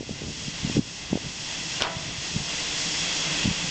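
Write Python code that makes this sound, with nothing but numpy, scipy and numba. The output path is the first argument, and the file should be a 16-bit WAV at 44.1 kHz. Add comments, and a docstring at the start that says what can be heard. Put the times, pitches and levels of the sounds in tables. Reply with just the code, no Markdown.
"""A standing steam locomotive hisses through its open cylinder drain cocks over a low boiler drone.
From the start, gusts thump on the single microphone, hardest near 0.8 s; the gain control ducks
the hiss after each loud blow and lets it swell back. At 1.8 s slack in the running gear closes
with one ringing clank. The jet hisses on, and a last flurry of gusts lands near 3.5 s."""
import sys
import numpy as np
from scipy import signal
from scipy.fft import rfft, irfft
from scipy.io import wavfile
from scipy.ndimage import uniform_filter1d
from numba import njit

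SR = 44100
rng = np.random.default_rng(int(sys.argv[2]) if len(sys.argv) > 2 else 0)


def log_audio(samples):
    """Write samples as a 16-bit WAV file to the path given in sys.argv[1]."""
    # one column per channel
    frames = np.atleast_2d(samples).T
    # limit to full scale, then quantise
    limited = np.clip(frames, -1, 1)
    pcm = np.round(limited * 32767).astype(np.int16)
    wavfile.write(sys.argv[1], SR, pcm)


N = 163170
T = np.arange(N) / SR

# Tone of the steam jet. Each row: frequency in Hz, relative level in dB.
JET_EQ = [(30, -4.5), (60, 2), (110, -12), (220, -3), (400, -4), (900, -3.5), (1300, -6.5), (2400, -2),
          (4300, -2), (5400, 0), (7000, -3), (7800, -9), (8400, -18), (9000, -39.5)]
# Resonances of the cocks and pipes, broad then narrow. Each row: centre in Hz, width in Hz, lift in dB.
COCK_RESONANCES = [(1030, 46, 2.5), (1620, 50, 2.5), (1974, 200, 4.5), (2718, 173, 6.5), (3312, 280, 8),
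                   (4064, 100, 3), (4670, 240, 2), (5260, 78, 3.5), (6710, 110, 3), (892, 8.5, 5.5),
                   (937, 5.3, 3), (2078, 20, 3.5), (2252, 5.8, 7.5), (2542, 78, 5), (2840, 30, 5),
                   (3030, 53, 5), (3267, 91, -0.5), (3530, 19, 4.5), (5670, 28, 5)]
# Steam flow. Each row: time in seconds, trim of the hiss in dB, trim of the lower roar in dB.
STEAM_FLOW = [(0, -2, -3), (.7, -1.5, -3), (1.1, -1.7, -3.3), (1.7, -1, -2), (2.0, -1.5, -0.7),
              (2.3, -0.1, -0.7), (2.8, 0.5, -1), (3.301, -0.9, -0.6), (3.7, 0.5, 0.7)]
JET_DB, ROAR_HZ, FLUTTER_DB, FLUTTER_HZ = -26.5, 3900, 0.79, 22

# Gusts hitting the microphone. Each row: time in seconds, level in dB, pitch in Hz, sharpness from 0 to 1.
GUST_HITS = [(.009, -9, 295, 0.23), (.030, -18, 348, 0.5), (.094, -14.5, 323, 0.68), (0.112, -10, 185, 0.2),
             (0.22, -15.5, 360, 0.04), (0.239, -20, 290, 0), (0.297, -20, 133, 0.2), (.484, -14.5, 187, 0),
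             (0.635, -17, 132, 0.05), (.650, -9.5, 184, 0), (.676, -14, 163, 0.03),
             (0.699, -14.5, 233, 0.4), (0.713, -18, 174, 0), (0.757, -14, 155, 0.1),
             (0.77, -5.5, 310, 0.01), (.780, -2.5, 174, 0), (.787, -7, 280, 0.03), (.794, 2.5, 220, 0),
             (1.131, -3, 232, 0.45), (1.156, -7.5, 222, 0.53), (1.175, -15.5, 420, 0.55),
             (1.613, -22, 180, .2), (1.970, -16.5, 119, 0), (2.186, -23, 122, 0), (2.366, -11, 147, 0),
             (2.391, -30, 110, 0.1), (2.404, -18, 140, 0.1), (3.458, -10, 189, 0.13), (3.478, -9, 194, 0),
             (3.488, -12.5, 141, 0.1), (3.513, -14, 150, 0), (3.646, -20, 169, 0)]
# Tone of the turbulence round the microphone. Each row: frequency in Hz, relative level in dB.
EDDY_EQ = [(20, -23.5), (55, -0.5), (150, 3), (300, -6.5), (600, -17), (1200, -31), (3000, -62.5)]
# Rise and lull of the breeze. Each row: time in seconds, trim in dB.
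BREEZE_FADES = [(0, 8.5), (1.0, 4), (1.6, -0.5), (2.3, 2.5), (2.7, -10), (3.3, -6.5), (3.7, 6)]
THUMP_CYCLES, EDGE_HZ, EDGE_CYCLES = 0.56, 540, 0.58
EDDY_DB, EDDY_S, BREEZE_DB, BREEZE_SWING_DB = -23.5, 0.021, -43, 3.5

# Contacts within the clank. Each row: start in seconds, body level in dB, crack level in dB.
GEAR_CONTACTS = [(1.805, -24.5, -30), (1.813, -25, -26), (1.821, -18.5, -12), (1.834, -19, -18),
                 (1.848, -17.5, -24), (1.866, -21, -33)]
# Tone of the clank's dull body. Each row: frequency in Hz, relative level in dB.
BODY_EQ = [(100, -11.5), (300, -6.5), (500, -7), (700, -4), (1000, -5.5), (1480, -7.5), (1800, -9.5),
           (3000, -13.5), (6000, -34), (9000, -55.5)]
# Tone of the clank's bright crack. Each row: frequency in Hz, relative level in dB.
CRACK_EQ = [(500, -12), (2000, -11), (3000, 0), (4200, -3), (6000, -10.5), (7500, -30), (9000, -61.5)]
# Ringing steel. 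Each row: pitch in Hz, relative level in dB, time to fall 60 dB in seconds.
STEEL_MODES = [(650, -5, 0.83), (692, -11, 0.63), (772, -13, .35), (984, -8.5, 0.66), (1324, -8, .3),
               (1470, -1, 0.19), (2010, -10, 0.9), (2712, -14, 0.34), (4300, -3.5, .09)]
BODY_T60_S, CRACK_T60_S, TICK_T60_S, YARD_T60_S = 0.1, 0.061, 0.011, 0.64
RING_DB, YARD_DB, TICK_DB = -8, -10.5, 5.5  # ring and yard relative to the body, tick to the crack

# Boiler resonances. Each row: centre in Hz, width in Hz, level in dB at the top of the swell.
BOILER_RESONANCES = [(161.6, 43, -40), (297.7, 38, -45.5)]
DRONE_SWELL_DB_PER_S = 1.1

CEILING_DB, START_GAIN, RECOVER_PER_S, ATTACK_S = -19.5, 0.22, 0.52, 0.0062
SENSE_S, SENSE_TREBLE, LOWPASS_HZ = .013, 3.23, 8950


def steam_jet():
    """Jet noise coloured by the cocks; its hiss and lower roar follow the flow and flutter."""
    freqs = bins()
    lift_db = sum(db * np.exp(-2 * ((freqs - hz) / width) ** 2) for hz, width, db in COCK_RESONANCES)
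    jet = unit(yard_reflections(noise(eq_curve(JET_EQ) + lift_db)))
    roar = irfft(rfft(jet) / (1 + (freqs / ROAR_HZ) ** 8), N)
    hiss = jet - roar
    times, hiss_db, roar_db = np.array(STEAM_FLOW).T
    hiss_fader = undb(np.interp(T, times, hiss_db) + FLUTTER_DB * drift(FLUTTER_HZ))
    roar_fader = undb(np.interp(T, times, roar_db) + FLUTTER_DB * drift(FLUTTER_HZ))
    return undb(JET_DB) * (hiss * hiss_fader + roar * roar_fader)


def wind_on_microphone():
    """Each gust is a brief pressure dip, some with a sharp edge, wrapped in eddies over a light breeze."""
    thumps, eddy_power = np.zeros(N), np.zeros(N)
    for time, db, hz, sharpness in GUST_HITS:
        near = np.abs(T - time) < .08
        age = T[near] - time
        edge = sharpness * pressure_dip(age * EDGE_HZ, EDGE_CYCLES)
        thumps[near] += undb(db) * (pressure_dip(age * hz, THUMP_CYCLES) + edge)
        eddy_power[near] += undb(db) ** 2 * np.exp(-2 * (age / EDDY_S) ** 2)
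    fade_db = np.interp(T, *np.array(BREEZE_FADES).T)
    breeze = undb(BREEZE_DB + fade_db + BREEZE_SWING_DB * drift(rate_hz=17))
    return thumps + (undb(EDDY_DB) * np.sqrt(eddy_power) + breeze) * noise(eq_curve(EDDY_EQ))


def pressure_dip(cycles, width):
    """One thump: the pressure drops, with a small overshoot on either side."""
    return -np.cos(2 * np.pi * cycles) * np.exp(-(cycles / width) ** 2)


def gear_clank():
    """Slack in the running gear closes in a few contacts; the steel rings and the yard answers."""
    body, crack = noise(eq_curve(BODY_EQ)), noise(eq_curve(CRACK_EQ))
    body_power, crack_power, ring = np.zeros((3, N))
    for start, body_db, crack_db in GEAR_CONTACTS:
        body_power += hit_power(start, body_db, BODY_T60_S)
        body_power += hit_power(start, body_db + YARD_DB, YARD_T60_S)
        crack_power += hit_power(start, crack_db, CRACK_T60_S)
        crack_power += hit_power(start, crack_db + TICK_DB, TICK_T60_S)
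    for hz, mode_db, t60 in STEEL_MODES:
        power = sum(hit_power(start, body_db, t60) for start, body_db, _ in GEAR_CONTACTS)
        tone = np.sin(2 * np.pi * (hz * T + rng.random()))
        ring += undb(RING_DB + mode_db) * np.sqrt(power) * tone
    return ring + body * np.sqrt(body_power) + crack * np.sqrt(crack_power)


def boiler_drone():
    """The draught drones in two low resonances and slowly swells."""
    drone = np.zeros(N)
    for hz, width, db in BOILER_RESONANCES:
        bell_db = -20 * np.log10(1 + ((bins() - hz) / width * 2) ** 2)
        drone += undb(db) * noise(bell_db)
    return drone * undb(DRONE_SWELL_DB_PER_S * (T - T[-1]))


def yard_reflections(x, wet_db=-16, max_delay_s=.06):
    """Faint reflections from the ground, coaches and shed ripple the spectrum."""
    lags = (max_delay_s * SR * rng.random(16)).astype(int)
    return x + undb(wet_db) * sum(np.roll(x, lag) for lag in lags) / np.sqrt(len(lags))


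def undb(db):
    """Decibels to gain."""
    return 10 ** (np.asarray(db) / 20)


def unit(x):
    """Scale to rms 1."""
    return x / np.sqrt(np.mean(x ** 2))


def bins():
    """Frequencies of the spectrum in Hz."""
    return np.arange(N // 2 + 1) * SR / N


def eq_curve(points):
    """Gain in dB at each frequency, drawn through (Hz, dB) points."""
    hz, db = np.array(points, float).T
    return np.interp(np.log(bins() + 1), np.log(hz), db)


def noise(eq_db):
    """Noise of rms 1, shaped by an EQ curve."""
    return unit(irfft(rfft(rng.standard_normal(N)) * undb(eq_db), N))


def drift(rate_hz):
    """Smooth random wobble of rms 1."""
    hold = int(SR / rate_hz)
    steps = rng.standard_normal(1024)[(np.arange(N) // hold) % 1024]
    return unit(uniform_filter1d(uniform_filter1d(steps, hold), hold))


def hit_power(start, db, t60):
    """Power envelope of a hit: instant attack, then a tail that falls 60 dB in t60 seconds."""
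    age = T - start
    tail = (age >= 0) * np.exp(-np.log(1000) * np.maximum(age, 0) / t60)
    return (undb(db) * tail) ** 2


@njit
def ride_gain(allowed):
    """The gain ducks quickly to what is allowed and climbs steadily back towards unity."""
    out, gain = np.empty(len(allowed)), START_GAIN
    for i in range(len(allowed)):
        if allowed[i] < gain:
            gain += (allowed[i] - gain) / (ATTACK_S * SR)
        else:
            gain = min(gain + RECOVER_PER_S / SR, 1.)
        out[i] = gain
    return out


def scene():
    """All layers reach one microphone, the same in both channels."""
    return np.tile(steam_jet() + wind_on_microphone() + gear_clank() + boiler_drone(), (2, 1))


def record(dry):
    """Gain control, keener on treble, ducks the mix after loud blows; a steep low-pass trims the top."""
    mono = dry[0]
    treble = SENSE_TREBLE * np.diff(mono, prepend=mono[0])
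    sidechain_power = uniform_filter1d(mono ** 2 + treble ** 2, int(SENSE_S * SR))
    loudness = np.sqrt(np.abs(sidechain_power) + 1e-12)
    gain = ride_gain(undb(CEILING_DB) / loudness)
    lowpass = signal.ellip(10, .2, 80, LOWPASS_HZ, fs=SR, output="sos")
    return signal.sosfilt(lowpass, dry * gain)


dry = scene()
out = record(dry)
log_audio(out)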